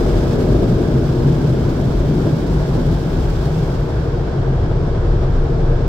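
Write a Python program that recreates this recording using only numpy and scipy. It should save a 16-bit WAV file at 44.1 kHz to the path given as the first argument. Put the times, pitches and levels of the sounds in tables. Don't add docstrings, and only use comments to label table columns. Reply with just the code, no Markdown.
import sys
import numpy as np
from scipy import signal
from scipy.fft import rfft, irfft
from scipy.io import wavfile

SR = 44100
rng = np.random.default_rng(int(sys.argv[2]) if len(sys.argv) > 2 else 0)


def put_to_file(sound):
    columns = np.atleast_2d(sound).T
    safe = np.clip(columns, -1, 1)
    whole_steps = np.round(safe * 32767)
    wavfile.write(sys.argv[1], SR, whole_steps.astype(np.int16))


N = 259308
TIME, HZ = np.arange(N) / SR, np.fft.rfftfreq(N, 1 / SR)

# (frequency [Hz], level [dB per Hz])
ROAR_SPECTRUM = [(30, -68.5), (66, -40.5), (98, -43.5), (135, -39), (172, -43.5), (200, -56), (300, -56),
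                 (500, -58.5), (720, -60.5), (1400, -68.5), (2300, -80.5), (5300, -83.5), (11000, -109),
                 (16000, -111)]
# (pitch [Hz], width [Hz], level [dB])
FAN_TONES = [(97.7, 32, -23.5), (351.6, 32, -33), (389, 29, -37.5), (464, 24.6, -33)]
# (time [s], length [s], gain [dB])
FAN_DIP = [(2.6, 2.5, -8.5)]
# (time [s], length [s], gain [dB])
SHAKE_GUSTS = [(.04, 0.14, 7.5), (.18, 0.08, 7), (.55, 0.14, 7.5), (1.5, 0.39, -2), (1.98, 0.26, 4.5),
               (2.33, .2, -4), (2.58, 0.15, 4), (2.87, 0.15, 1.5), (3.24, .2, 6), (5.1, 0.088, 4.5),
               (5.35, .14, 4), (5.75, 0.27, 2.5)]
# (time [s], pitch [Hz], level [dB])
BOOM_PATH = [(0, 137, -27), (.8, 121.7, -23.5), (1.3, 141, -20), (2, 137, -25.5), (2.35, 153.4, -25.5),
             (3.5, 155.2, -26.5), (4.1, 138, -29), (5.9, 130.3, -30)]
# (time [s], length [s], gain [dB])
BOOM_SWELLS = [(1.28, .1, 5.5), (1.47, 0.049, 4.5), (1.66, .07, 6), (1.92, .07, 7.5), (2.1, .07, 11),
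               (2.31, 0.076, 7), (2.77, 0.15, 8.5), (2.93, 0.13, 8), (3.12, .06, 8.5), (3.57, .12, 8.5),
               (4.48, .08, 11.5)]
# (frequency [Hz], relative level [dB per Hz])
DRUM_SPECTRUM = [(60, -33), (112, 0), (160, 0.5), (200, 0), (240, 2), (290, -1.5), (350, -0.5), (450, -9),
                 (600, -9.5), (800, -24), (1500, -31.5), (4000, -65.5)]
# (time [s], level [dB], treble tilt [dB per octave])
JET_PATH = [(0, -23, 2), (.2, -24, 1.5), (.48, -18, -1), (1.1, -22.5, -2), (2.2, -22.5, -2.3),
            (3.3, -28.5, 0.4), (4, -32.5, 3.7), (5.9, -31.5, 4)]
# (time [s], length [s], gain [dB])
JET_SLAPS = [(2.15, 0.072, 0.5), (2.285, 0.059, 3.5), (2.79, .09, 4), (3.19, .07, 1)]
# (frequency [Hz], relative level [dB per Hz])
HISS_SPECTRUM = [(700, -6), (2000, -0.5), (3500, 0.5), (5300, 1.5), (6200, -3), (7500, -7.5), (10000, -14),
                 (15800, -10)]
# (time [s], length [s], gain of the drops [dB])
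SPLASHES = [(2.27, .04, 3.5), (2.335, .03, 3.5), (2.745, .03, 4), (3.11, .03, 2.5), (3.232, .03, 4.5),
            (3.295, .025, 2.5), (3.455, .033, 8), (3.585, .025, 4), (4.24, .04, 4)]
# (frequency [Hz], width [Hz], left gain [dB], right gain [dB])
CABIN_RESONANCES = [(371.4, 103, 4.5, 1), (447, 63, 4.5, 0), (562, 14, -2.5, 6), (660, 94, 3, 1),
                    (900, 220, 0.5, 1), (1618, 305, -2.5, 7), (2200, 270, 1, 3.5), (3350, 710, 1, 4),
                    (4900, 650, -3, 3), (5870, 220, -8.5, 1), (6830, 220, -1.5, -3.5), (7600, 700, 2, 4),
                    (9400, 1000, 2, -1), (11900, 640, 1.5, 2), (14500, 4300, -2, -5.5)]
# (frequency [Hz], likeness [-1 to 1])
SIDE_LIKENESS = [(30, 1), (170, 0.99), (240, 1), (280, 0.62), (340, 0.88), (460, 0.98), (540, 0.58),
                 (700, 0.56), (900, 0.62), (1400, 0.51), (1750, -0.37), (2200, 0.046), (3500, 0.15),
                 (6000, -0.062)]
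# (frequency [Hz], lead [radians])
LEFT_LEAD = [(40, -0.054), (100, -0.096), (190, 0.11), (280, 0.082), (380, 0.5), (600, -0.051), (1000, 1),
             (4000, 0.69)]

LEAVE_S = 3.64


def amp(db):
    return 10 ** (np.asarray(db) / 20)


def unit(x):
    return x / np.sqrt(np.mean(x ** 2) + 1e-20)


def over_time(rows, column=1, t=TIME):
    rows = np.asarray(rows, float)
    return np.interp(t, rows[:, 0], rows[:, column])


def over_pitch(points):
    hz, value = np.transpose(points)
    return np.interp(np.log(HZ + 1), np.log(hz + 1), value)


def bursts(rows):
    return sum(db * np.exp(-(2 * (TIME - s) / length) ** 2) for s, length, db in rows)


def smooth_step(at_s, takes_s):
    return .5 + .5 * np.tanh(2 * (TIME - at_s) / takes_s)


def first_blast():
    return 1 - smooth_step(at_s=.46, takes_s=.47)


def wander(low_hz, high_hz):
    band = HZ / (HZ + low_hz) / (1 + (HZ / high_hz) ** 2)
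    return unit(irfft(rfft(rng.standard_normal(N)) * band, N))


def air_noise(spectrum):
    white = rfft(rng.standard_normal((2, N))) * np.sqrt(SR / 2)
    return irfft(white * amp(over_pitch(spectrum)), N)


def ringing(hz, width_hz, evenness):
    offset_hz = np.fft.fftfreq(N, 1 / SR)
    push = rng.standard_normal((2, N)) + 1j * rng.standard_normal((2, N))
    swing = np.fft.ifft(push / (1 + (offset_hz / width_hz) ** 2) ** 2)
    power = abs(swing) ** 2
    swing /= (power / power.mean() + .5) ** (evenness / 2)
    cycles = np.cumsum(hz * np.ones(N)) / SR
    return unit((swing * np.exp(2j * np.pi * cycles)).real)


def blower_roar(rumble_hz=110, rumble_growth_db=3.5):
    rush_db = -.38 + 1.5 * first_blast() + .51 * wander(1, 15)
    rush = air_noise(ROAR_SPECTRUM) * amp(rush_db)
    rumble = irfft(rfft(rush) / (1 + (HZ / rumble_hz) ** 8), N)
    rumble_db = rumble_growth_db * (smooth_step(LEAVE_S, takes_s=.6) - .5)
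    drone = sum(amp(db) * ringing(hz, width, evenness=.24) for hz, width, db in FAN_TONES)
    drone_db = bursts(FAN_DIP) - 2
    return (rush - rumble) + rumble * amp(rumble_db) + drone * amp(drone_db)


def cabin_shake(start_hz=43.14, end_hz=31.4, growth_db=5.5):
    behind = smooth_step(at_s=4.8, takes_s=.7)
    thud = ringing(start_hz + (end_hz - start_hz) * behind, width_hz=25.6, evenness=.64)
    return thud * amp(-22.3 + growth_db * behind + bursts(SHAKE_GUSTS))


def panel_boom(waver_db=.6):
    level_db = over_time(BOOM_PATH, 2) + bursts(BOOM_SWELLS) + waver_db * wander(2, 9)
    return ringing(over_time(BOOM_PATH), width_hz=18.6, evenness=.95) * amp(level_db)


def jet_drumming(gain_db=2, gust_db=1.4, pivot_hz=260):
    hz, t, slices = signal.stft(unit(air_noise(DRUM_SPECTRUM)), SR, nperseg=1024)
    octaves = np.clip(np.log2((hz[:, None] + 1) / pivot_hz), -2, 2)
    tilt_db = octaves * over_time(JET_PATH, 2, t)
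    drum = signal.istft(slices * amp(tilt_db), SR, nperseg=1024)[1][:, :N]
    level_db = over_time(JET_PATH) + bursts(JET_SLAPS) + gain_db + gust_db * wander(4.3, 25)
    return drum * amp(level_db)


def windscreen_spray(flutter_db=1.27, fade_db_per_s=19.5, drops_per_s=1500, drop_hz=5000):
    splash_db = bursts(SPLASHES)
    fade_db = np.clip(fade_db_per_s * (TIME - LEAVE_S), 0, 20)
    gust_db = -56 + 3.5 * first_blast() - fade_db + flutter_db * wander(5, 31)
    size_db = .5 * np.minimum(rng.exponential(1, (2, N)), 5)
    kicks = amp(size_db) * rng.choice([-1, 1], (2, N))
    hits = kicks * (rng.random((2, N)) < drops_per_s / SR)
    ticks = unit(irfft(rfft(hits) * HZ / np.hypot(HZ, drop_hz), N))
    hiss = unit(air_noise(HISS_SPECTRUM)) * amp(12 + .5 * splash_db)
    return amp(gust_db) * (hiss + ticks * amp(splash_db - 3))


def window_reflections(above_hz=1000, spacing_hz=60, depth_db=.8):
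    steps = np.arange(0, SR / 2, spacing_hz)
    bumps = [np.interp(HZ, steps, row) for row in rng.standard_normal((2, len(steps)))]
    return depth_db * unit(np.array(bumps)) * HZ ** 2 / (HZ ** 2 + above_hz ** 2)


def cabin(x):
    left, unrelated = rfft(x)
    likeness = np.clip(over_pitch(SIDE_LIKENESS), -1, 1)
    right = likeness * left + np.sqrt(1 - likeness ** 2) * unrelated
    right *= np.exp(-1j * over_pitch(LEFT_LEAD))
    colour_db = window_reflections() + [[.4], [-.4]]
    for hz, width, left_db, right_db in CABIN_RESONANCES:
        bell = .5 ** ((2 * (HZ - hz) / width) ** 2)
        colour_db += np.outer([left_db, right_db], bell)
    return irfft(np.array([left, right]) * amp(colour_db), N)


def scene():
    return cabin(blower_roar() + jet_drumming() + panel_boom() + cabin_shake() + windscreen_spray())


def record(dry, low_cut_hz=19, high_cut_hz=15800):
    thinned = irfft(rfft(dry) * HZ ** 2 / np.hypot(HZ ** 2, low_cut_hz ** 2), N)
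    treble_cut = signal.firwin(511, high_cut_hz, window=("kaiser", 9), fs=SR)
    return signal.oaconvolve(thinned, treble_cut[None], "same")


dry = scene()
out = record(dry)
put_to_file(out)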